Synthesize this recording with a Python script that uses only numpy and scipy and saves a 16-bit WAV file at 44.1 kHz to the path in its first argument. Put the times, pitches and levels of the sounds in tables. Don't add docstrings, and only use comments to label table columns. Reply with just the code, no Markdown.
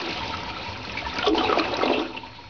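import sys
import numpy as np
from scipy import signal
from scipy.fft import rfft, irfft, next_fast_len
from scipy.io import wavfile
from scipy.ndimage import uniform_filter1d, map_coordinates

SR = 44100
rng = np.random.default_rng(int(sys.argv[2]) if len(sys.argv) > 2 else 0)


def to_wav(s):
    ch = np.atleast_2d(s).T
    pcm = np.round(np.clip(ch, -1, 1) * 32767)
    wavfile.write(sys.argv[1], SR, pcm.astype(np.int16))


def level_to_linear(level):
    exponent = np.asarray(level, float) / 20
    return 10 ** exponent


N = 109853

# centre_hz, width_hz, level_db
PIPE_MODES = [(60.3, 14, 0.5), (90.3, 15, 0.5), (109.1, 16, 1.5), (182.2, 40, -3.5)]
# start_s, peak_db, pitch_hz
PIPE_THUDS = [
    (0.669, -25.5, 89),
    (0.778, -31, 107.9),
    (1.032, -25.5, 66.6),
    (1.154, -31, 109),
    (1.281, -24.5, 49.9),
    (1.453, -28, 86),
]
# centre_hz, width_hz, level_db
MOUTH_MODES = [(903, 11, 0), (946, 14, -3)]
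# start_s, peak_db
DRAIN_DRIPS = [(0.09, -32.5), (0.219, -29.5), (0.296, -30), (0.418, -30), (0.478, -28.5), (0.662, -29.5),
               (0.684, -28.5), (0.87, -32.5), (0.95, -25.5), (1.064, -20.5), (2.145, -27), (2.233, -28),
               (2.387, -31.5), (2.443, -40)]
# time_s, level_db
FLOW_LEVEL = [
    (0, -33.5),
    (.45, -36),
    (.85, -40),
    (1.2, -35.5),
    (2.0, -40.5),
    (2.12, -49),
    (2.49, -49.5),
]
# freq_hz, density_db_per_hz
SHEET_SPECTRUM = [(110, -30.5), (200, -1.5), (476, -2), (894, -5), (1080, -8), (1280, -13), (1800, -12.5),
                  (2470, -3.5), (5500, -11.5), (7150, -33), (12100, -120)]
# centre_hz, width_hz, level_db
POOL_MODES = [(256, 14, 2), (333, 22, 6), (1305, 36, 8), (2330, 260, 6.5)]
# start_s, peak_db, pitch_hz
DROPLET_TICKS = [(0.0159, -26, 4520), (0.0593, -28, 4160), (0.1072, -26, 4470), (0.1286, -24.5, 4240),
                 (0.174, -26.5, 4280), (0.2783, -26, 4590), (0.3237, -36, 4200), (0.3696, -29, 4810),
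                 (0.4199, -40, 4480), (0.4334, -30, 4920), (0.4903, -31, 4250), (0.5746, -32.5, 4330),
                 (0.6973, -33, 5040), (0.7267, -33.5, 4450), (0.7622, -41.5, 4370), (0.7746, -34, 4920),
                 (0.829, -33.5, 5020), (0.8495, -26.5, 4350), (0.8919, -43, 4220), (0.9198, -27, 5290),
                 (0.9852, -27.5, 4440), (1.0904, -38, 4220), (1.1383, -28, 5060), (1.1568, -27, 4530),
                 (1.1847, -20, 4490), (1.2526, -29, 4930), (1.2805, -20, 4870), (1.3598, -30.5, 4570),
                 (1.3788, -23.5, 4050), (1.4282, -36.5, 4280), (1.4895, -32, 4410), (1.5234, -29.5, 4350),
                 (1.5848, -22, 4584), (1.5953, -17, 4170), (1.7175, -32.5, 4020), (1.7384, -37.5, 4250),
                 (1.7674, -22, 5010), (1.8238, -26.5, 4260), (1.8557, -29.5, 4330), (1.922, -35, 4190)]
# time_s, level_db
AIR_DRAW = [
    (1.18, -51.5),
    (1.27, -24),
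    (1.6, -22),
    (1.77, -23),
    (1.92, -25.5),
    (2.01, -23),
    (2.08, -33),
    (2.3, -46),
]
# freq_hz, density_db_per_hz
FROTH_SPECTRUM = [(88, -78), (150, -26.5), (247, 0), (431, -4), (1000, -15.5), (1200, -5), (1970, -27),
                  (2550, -10.5), (5500, -27), (7150, -92.5), (12100, -120)]
# start_s, peak_db, pitch_hz, t60_s
GULP_BUBBLES = [(1.242, -16, 688, 0.05), (1.274, -12.5, 655, 0.03), (1.332, -12, 349.5, 0.039),
                (1.348, -22, 462, 0.087), (1.373, -11, 331, 0.04), (1.408, -14.5, 580, 0.026),
                (1.436, -17.5, 442, 0.066), (1.492, -12.5, 431, 0.07), (1.522, -12, 476, 0.028),
                (1.572, -11.5, 649, 0.036), (1.576, -11.5, 317, 0.085), (1.684, -22.5, 447, 0.093),
                (1.708, -18, 356, 0.04), (1.734, -13, 581, 0.022), (1.788, -21, 659, 0.046),
                (1.83, -12.5, 439.6, 0.046), (1.856, -13.5, 604, 0.044), (1.898, -7, 373, 0.024),
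                (1.9, -13, 642, 0.045), (1.913, -11, 443, 0.028), (1.945, -16, 429, 0.04),
                (1.979, -16, 312.4, 0.057), (1.996, -16.5, 336.4, 0.023), (2.01, -17, 335, 0.027)]
# start_s, peak_db, pitch_hz, t60_s
DEEP_GLUGS = [
    (1.269, -4, 421.4, 0.11),
    (1.283, -8, 320, .14),
    (1.289, -5.5, 418.3, 0.089),
    (1.858, -10, 256.4, .09),
]
# start_s, peak_db, pitch_hz, t60_s
POP_BUBBLES = [(0.02, -27, 330.5, 0.17), (0.07, -27.5, 329, 0.17), (0.337, -23, 1303, 0.11),
               (0.5, -27.5, 1310, 0.046), (0.535, -29.5, 1340, 0.055), (0.565, -26, 1296, 0.1),
               (1.024, -27.5, 665, 0.15), (1.19, -20, 1438, 0.076), (1.228, -15, 1340, 0.027),
               (1.263, -14, 1138, 0.064), (1.347, -20.5, 891, 0.075), (1.375, -20.5, 948, 0.047),
               (1.408, -14.5, 1135, 0.063), (1.445, -17.5, 832, 0.059), (1.495, -17.5, 1293, 0.13),
               (1.527, -4, 1180, 0.026), (1.596, -11, 1168, 0.042), (1.811, -14.5, 1302, 0.038),
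               (1.818, -12.5, 1160, 0.033), (1.857, -15, 1135, 0.023), (1.897, -21, 952, 0.053)]
# start_s, peak_db, pitch_hz, t60_s
SPLASHES = [(0.8948, -19.5, 2495, 0.024), (0.9344, -30.5, 2500, 0.035), (0.9709, -16.5, 2200, 0.06),
            (0.986, -24, 2246, 0.19), (1.0495, -26, 1788, 0.092), (1.0976, -15.5, 3584, 0.019),
            (1.1668, -21, 2710, 0.03), (1.1844, -22.5, 2224, 0.15), (1.2263, -13.5, 3040, 0.033),
            (1.264, -12, 3350, 0.066), (1.3792, -13, 3062, 0.055), (1.4377, -20, 3900, 0.11),
            (1.454, -15.5, 2574, 0.03), (1.4713, -20.5, 2645, 0.044), (1.5839, -20.5, 2432, 0.11),
            (1.6392, -16.5, 2503, 0.03), (1.6785, -24.5, 2600, 0.034), (1.738, -13.5, 3930, 0.033),
            (1.7663, -27.5, 2497, 0.043), (1.801, -27.5, 2600, 0.021), (1.826, -21, 2077, 0.08),
            (1.832, -21, 3476, 0.063), (1.8554, -16, 3983, 0.043), (1.8776, -11.5, 2740, 0.02),
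            (1.9046, -23.5, 2490, 0.017), (1.922, -23.5, 3980, 0.06), (1.93, -17.5, 3155, 0.045),
            (1.933, -20.5, 2622, 0.15), (1.9912, -18, 3340, 0.041), (2.165, -24.5, 2950, 0.061),
            (2.1722, -18.5, 2718, 0.03)]
# start_s, peak_db, pitch_hz
FILM_SNAPS = [(1.348, -19.5, 680), (1.380, -12, 750), (1.409, -10.5, 718), (1.447, -21.5, 796),
              (1.495, -15, 713), (1.574, -8, 641), (1.581, -16, 500), (1.740, -14.5, 810),
              (1.833, -10.5, 500), (1.857, -9, 634), (1.899, -18, 794), (1.915, -9, 587),
              (1.983, -17.5, 636), (2.000, -12.5, 950)]
# centre_hz, width_hz, level_db
BOWL_MODES = [(256, 5, 13), (324, 9, 13), (420, 12, 1), (437, 5, 9), (594, 16, 5), (648, 14, 5),
              (759, 16, 4), (1170, 50, 3), (2600, 200, 4)]
# freq_hz, t60_s
TILE_DECAY = [(200, .45), (1000, .3), (3000, .16), (6000, .12)]
# freq_hz, gain_db
SMOOTHING_GAIN = [(4000, -0.5), (5000, -4.5), (5500, -6), (6000, -13.5), (6500, -27), (6900, -36),
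                  (7150, -73), (7400, -110)]

RUMBLE_DB, THUD_T60_S = -45.5, 0.45
TRICKLE_DB, TRICKLE_FOLLOWS = -43, 0.66
TICK_T60_S, SNAP_CYCLES = 0.022, 5
TRAP_LOW_HZ = 225
CHOKE_S, CHOKE_LASTS_S, CHOKE_DB = 1.316, 0.031, -14
WET_DB = -12
WHINE_HZ, WHINE_DB = 4290, -54.5
SLOWER, STEP, OFFSET = 4, 0.0077, -0.0024


def unit(x):
    return x / np.sqrt(np.mean(x ** 2) + 1e-20)


def along(points, hz):
    f, v = np.transpose(points)
    return np.interp(np.log(hz + 1), np.log(f + 1), v)


def curve(rows, **ends):
    return np.interp(np.arange(N) / SR, *np.transpose(rows), **ends)


def wobble(rate_hz):
    knots = rng.standard_normal(int(N * rate_hz / SR) + 4)
    return np.clip(map_coordinates(knots, [np.arange(N) * rate_hz / SR]), -2, 1.6)


def filtered(x, response):
    m = next_fast_len(N + SR // 2)
    return irfft(rfft(x, m) * response(np.fft.rfftfreq(m, 1 / SR)), m)[..., :N]


def resonances(modes):
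    def response(f):
        total = 0
        for k, (centre_hz, width_hz, db) in enumerate(modes):
            damping = 1j * f * width_hz
            total = total + (-1) ** k * level_to_linear(db) * damping / (centre_hz ** 2 - f * f + damping)
        return total
    return response


def rush(spectrum, patchy_db):
    z = signal.stft(rng.standard_normal(N + 512), nperseg=256)[2]
    field = uniform_filter1d(uniform_filter1d(rng.standard_normal(z.shape), 4, 0), 8, 1)
    x = signal.istft(z * level_to_linear(patchy_db * unit(field)), nperseg=256)[1][:N]
    return unit(filtered(x, lambda hz: level_to_linear(along(spectrum, hz))))


def ring(s, db, hz, t60, attack_s, rise, rough, crack, longest_s=0.12):
    t = np.arange(int(SR * 0.14)) / SR
    s, db, hz, t60 = (np.asarray(v)[:, None] for v in (s, db, hz, t60))
    u = t / np.clip(t60, 0.004, longest_s)
    chance = rng.standard_normal((len(s), len(t)))
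    shake = rough * np.cumsum(chance, axis=1) * np.sqrt(hz / SR)
    tone = np.sin(2 * np.pi * hz * t * (1 + rise * u) + shake)
    spray = crack * level_to_linear(-40 * u) * uniform_filter1d(chance[:, ::-1], size=4, axis=1)
    envelope = level_to_linear(db - 60 * u) * (1 - np.exp(-t / attack_s)) * np.cos(np.pi / 2 * t / t[-1])
    wave = envelope * (tone + spray)
    at = np.round(s * SR).astype(int) + np.arange(len(t))
    return np.bincount(at.ravel(), wave.ravel(), N + SR)[:N]


def swarm(count, span, mid_hz, spread, cycles, scatter_db):
    r, size = np.clip(rng.standard_normal((2, count)), -2, 2)
    hz = np.clip(mid_hz * np.exp(spread * r), 200, 5300)
    s = rng.uniform(*span, size=count)
    return unit(ring(s, scatter_db * size, hz, cycles / hz, attack_s=0.001, rise=0.12, rough=0.25, crack=0.25))


def choke():
    return level_to_linear(CHOKE_DB * np.exp(-((np.arange(N) / SR - CHOKE_S) / CHOKE_LASTS_S) ** 4))


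def rumble():
    flow_db = curve(FLOW_LEVEL)
    low = lambda f: 1 / (1 + (f / 260) ** 8) / (1 + (42 / (f + 1)) ** 6)
    pipes = resonances(PIPE_MODES)
    drone = unit(filtered(rng.standard_normal(N), lambda f: pipes(f) ** 2 * low(f)))
    drone_db = RUMBLE_DB + 0.4 * (flow_db - flow_db.mean()) + 1.5 * wobble(3.0)
    s, db, hz = np.transpose(PIPE_THUDS)
    thuds = ring(s, db, hz, THUD_T60_S + 0 * s, attack_s=0.031, rise=0.06, rough=0.48, crack=0, longest_s=0.6)
    return level_to_linear(drone_db) * drone + filtered(thuds, low)


def trickle():
    flow_db = curve(FLOW_LEVEL)
    mouth = [resonances([mode]) for mode in MOUTH_MODES]
    wide = resonances([(922, 160, 0.0065)])
    hollow = lambda x: filtered(x, lambda f: (mouth[0](f) + mouth[1](f)) * wide(f))
    stir = unit(hollow(level_to_linear(5.5 * wobble(30)) * rng.standard_normal(N)))
    s, db = np.transpose(DRAIN_DRIPS)
    blows = np.bincount(np.round(s * SR).astype(int), level_to_linear(db + 51.0), N)
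    return level_to_linear(TRICKLE_DB + TRICKLE_FOLLOWS * (flow_db - flow_db.mean())) * stir + hollow(blows)


def sheet():
    fizz = swarm(count=900, span=(0, 2.48), mid_hz=2600, spread=0.5, cycles=24, scatter_db=4)
    hiss = level_to_linear(1.0 * wobble(5.9) + 1.3 * wobble(40)) * rush(SHEET_SPECTRUM, patchy_db=2.5)
    water = hiss + level_to_linear(-8.5) * fizz
    coloured = unit(water + filtered(water, resonances(POOL_MODES)))
    s, db, hz = np.transpose(DROPLET_TICKS)
    ticks = ring(s, db + 5, hz, TICK_T60_S + 0 * s, attack_s=0.0007, rise=0.089, rough=0.7, crack=0.45)
    return level_to_linear(curve(FLOW_LEVEL) + 4.0) * choke() * coloured + ticks


def gurgle():
    suck = level_to_linear(curve(AIR_DRAW, left=-99, right=-90)) * choke()
    froth = level_to_linear(2.5 * wobble(45)) * rush(FROTH_SPECTRUM, patchy_db=3.5)
    crowd = swarm(count=300, span=(1.15, 2.3), mid_hz=1000, spread=0.5, cycles=14, scatter_db=3.5)
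    bed = suck * (level_to_linear(-11.5) * unit(froth) + level_to_linear(-13) * crowd)
    gulps = ring(*np.transpose(GULP_BUBBLES), attack_s=0.0013, rise=0.038, rough=0.3, crack=0.23, longest_s=0.057)
    glugs = ring(*np.transpose(DEEP_GLUGS), attack_s=0.012, rise=0, rough=0.08, crack=0, longest_s=0.2)
    pops = ring(*np.transpose(POP_BUBBLES), attack_s=0.00078, rise=0.0068, rough=0.35, crack=0.26, longest_s=0.21)
    splats = ring(*np.transpose(SPLASHES), attack_s=0.002, rise=0.03, rough=0.6, crack=0.8, longest_s=0.11)
    s, db, hz = np.transpose(FILM_SNAPS)
    snaps = ring(s, db + 5, hz, SNAP_CYCLES / hz, attack_s=0.00036, rise=0.092, rough=0.12, crack=0.13)
    air = bed + snaps + level_to_linear(1.0) * gulps + glugs + level_to_linear(0.5) * pops + level_to_linear(-1.5) * splats
    bowl = resonances(BOWL_MODES)
    above = lambda f: (f * f / (TRAP_LOW_HZ ** 2 - f * f + 1.3j * f * TRAP_LOW_HZ)) ** 2
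    return filtered(air, lambda f: above(f) * (1 + level_to_linear(-4.0) * bowl(f)))


def room(x):
    hz, t, z = signal.stft(rng.standard_normal(SR // 2), SR, nperseg=256)
    decay = level_to_linear(-60 * t / along(TILE_DECAY, hz)[:, None])
    tail = signal.istft(z * decay, SR, nperseg=256)[1]
    return signal.fftconvolve(np.pad(x, (200, 0)), tail / np.linalg.norm(tail))[:N]


def scene():
    water = sheet() + gurgle() + trickle()
    return (water + level_to_linear(WET_DB) * room(water) + rumble())[None]


def band_limit(x):
    return signal.sosfilt(signal.butter(12, 7040, fs=SR, output="sos"), x)


def record(dry):
    whine = np.sqrt(2) * level_to_linear(WHINE_DB) * np.sin(2 * np.pi * WHINE_HZ * np.arange(N) / SR)
    x = filtered(dry, lambda hz: hz < SR / SLOWER / 2) + whine + OFFSET
    coarse = np.zeros_like(x)
    coarse[:, ::SLOWER] = SLOWER * STEP * np.round(x[:, ::SLOWER] / STEP)
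    mix = filtered(coarse, lambda hz: level_to_linear(along(SMOOTHING_GAIN, hz)))
    return band_limit(mix)


dry = scene()
out = record(dry)
to_wav(out)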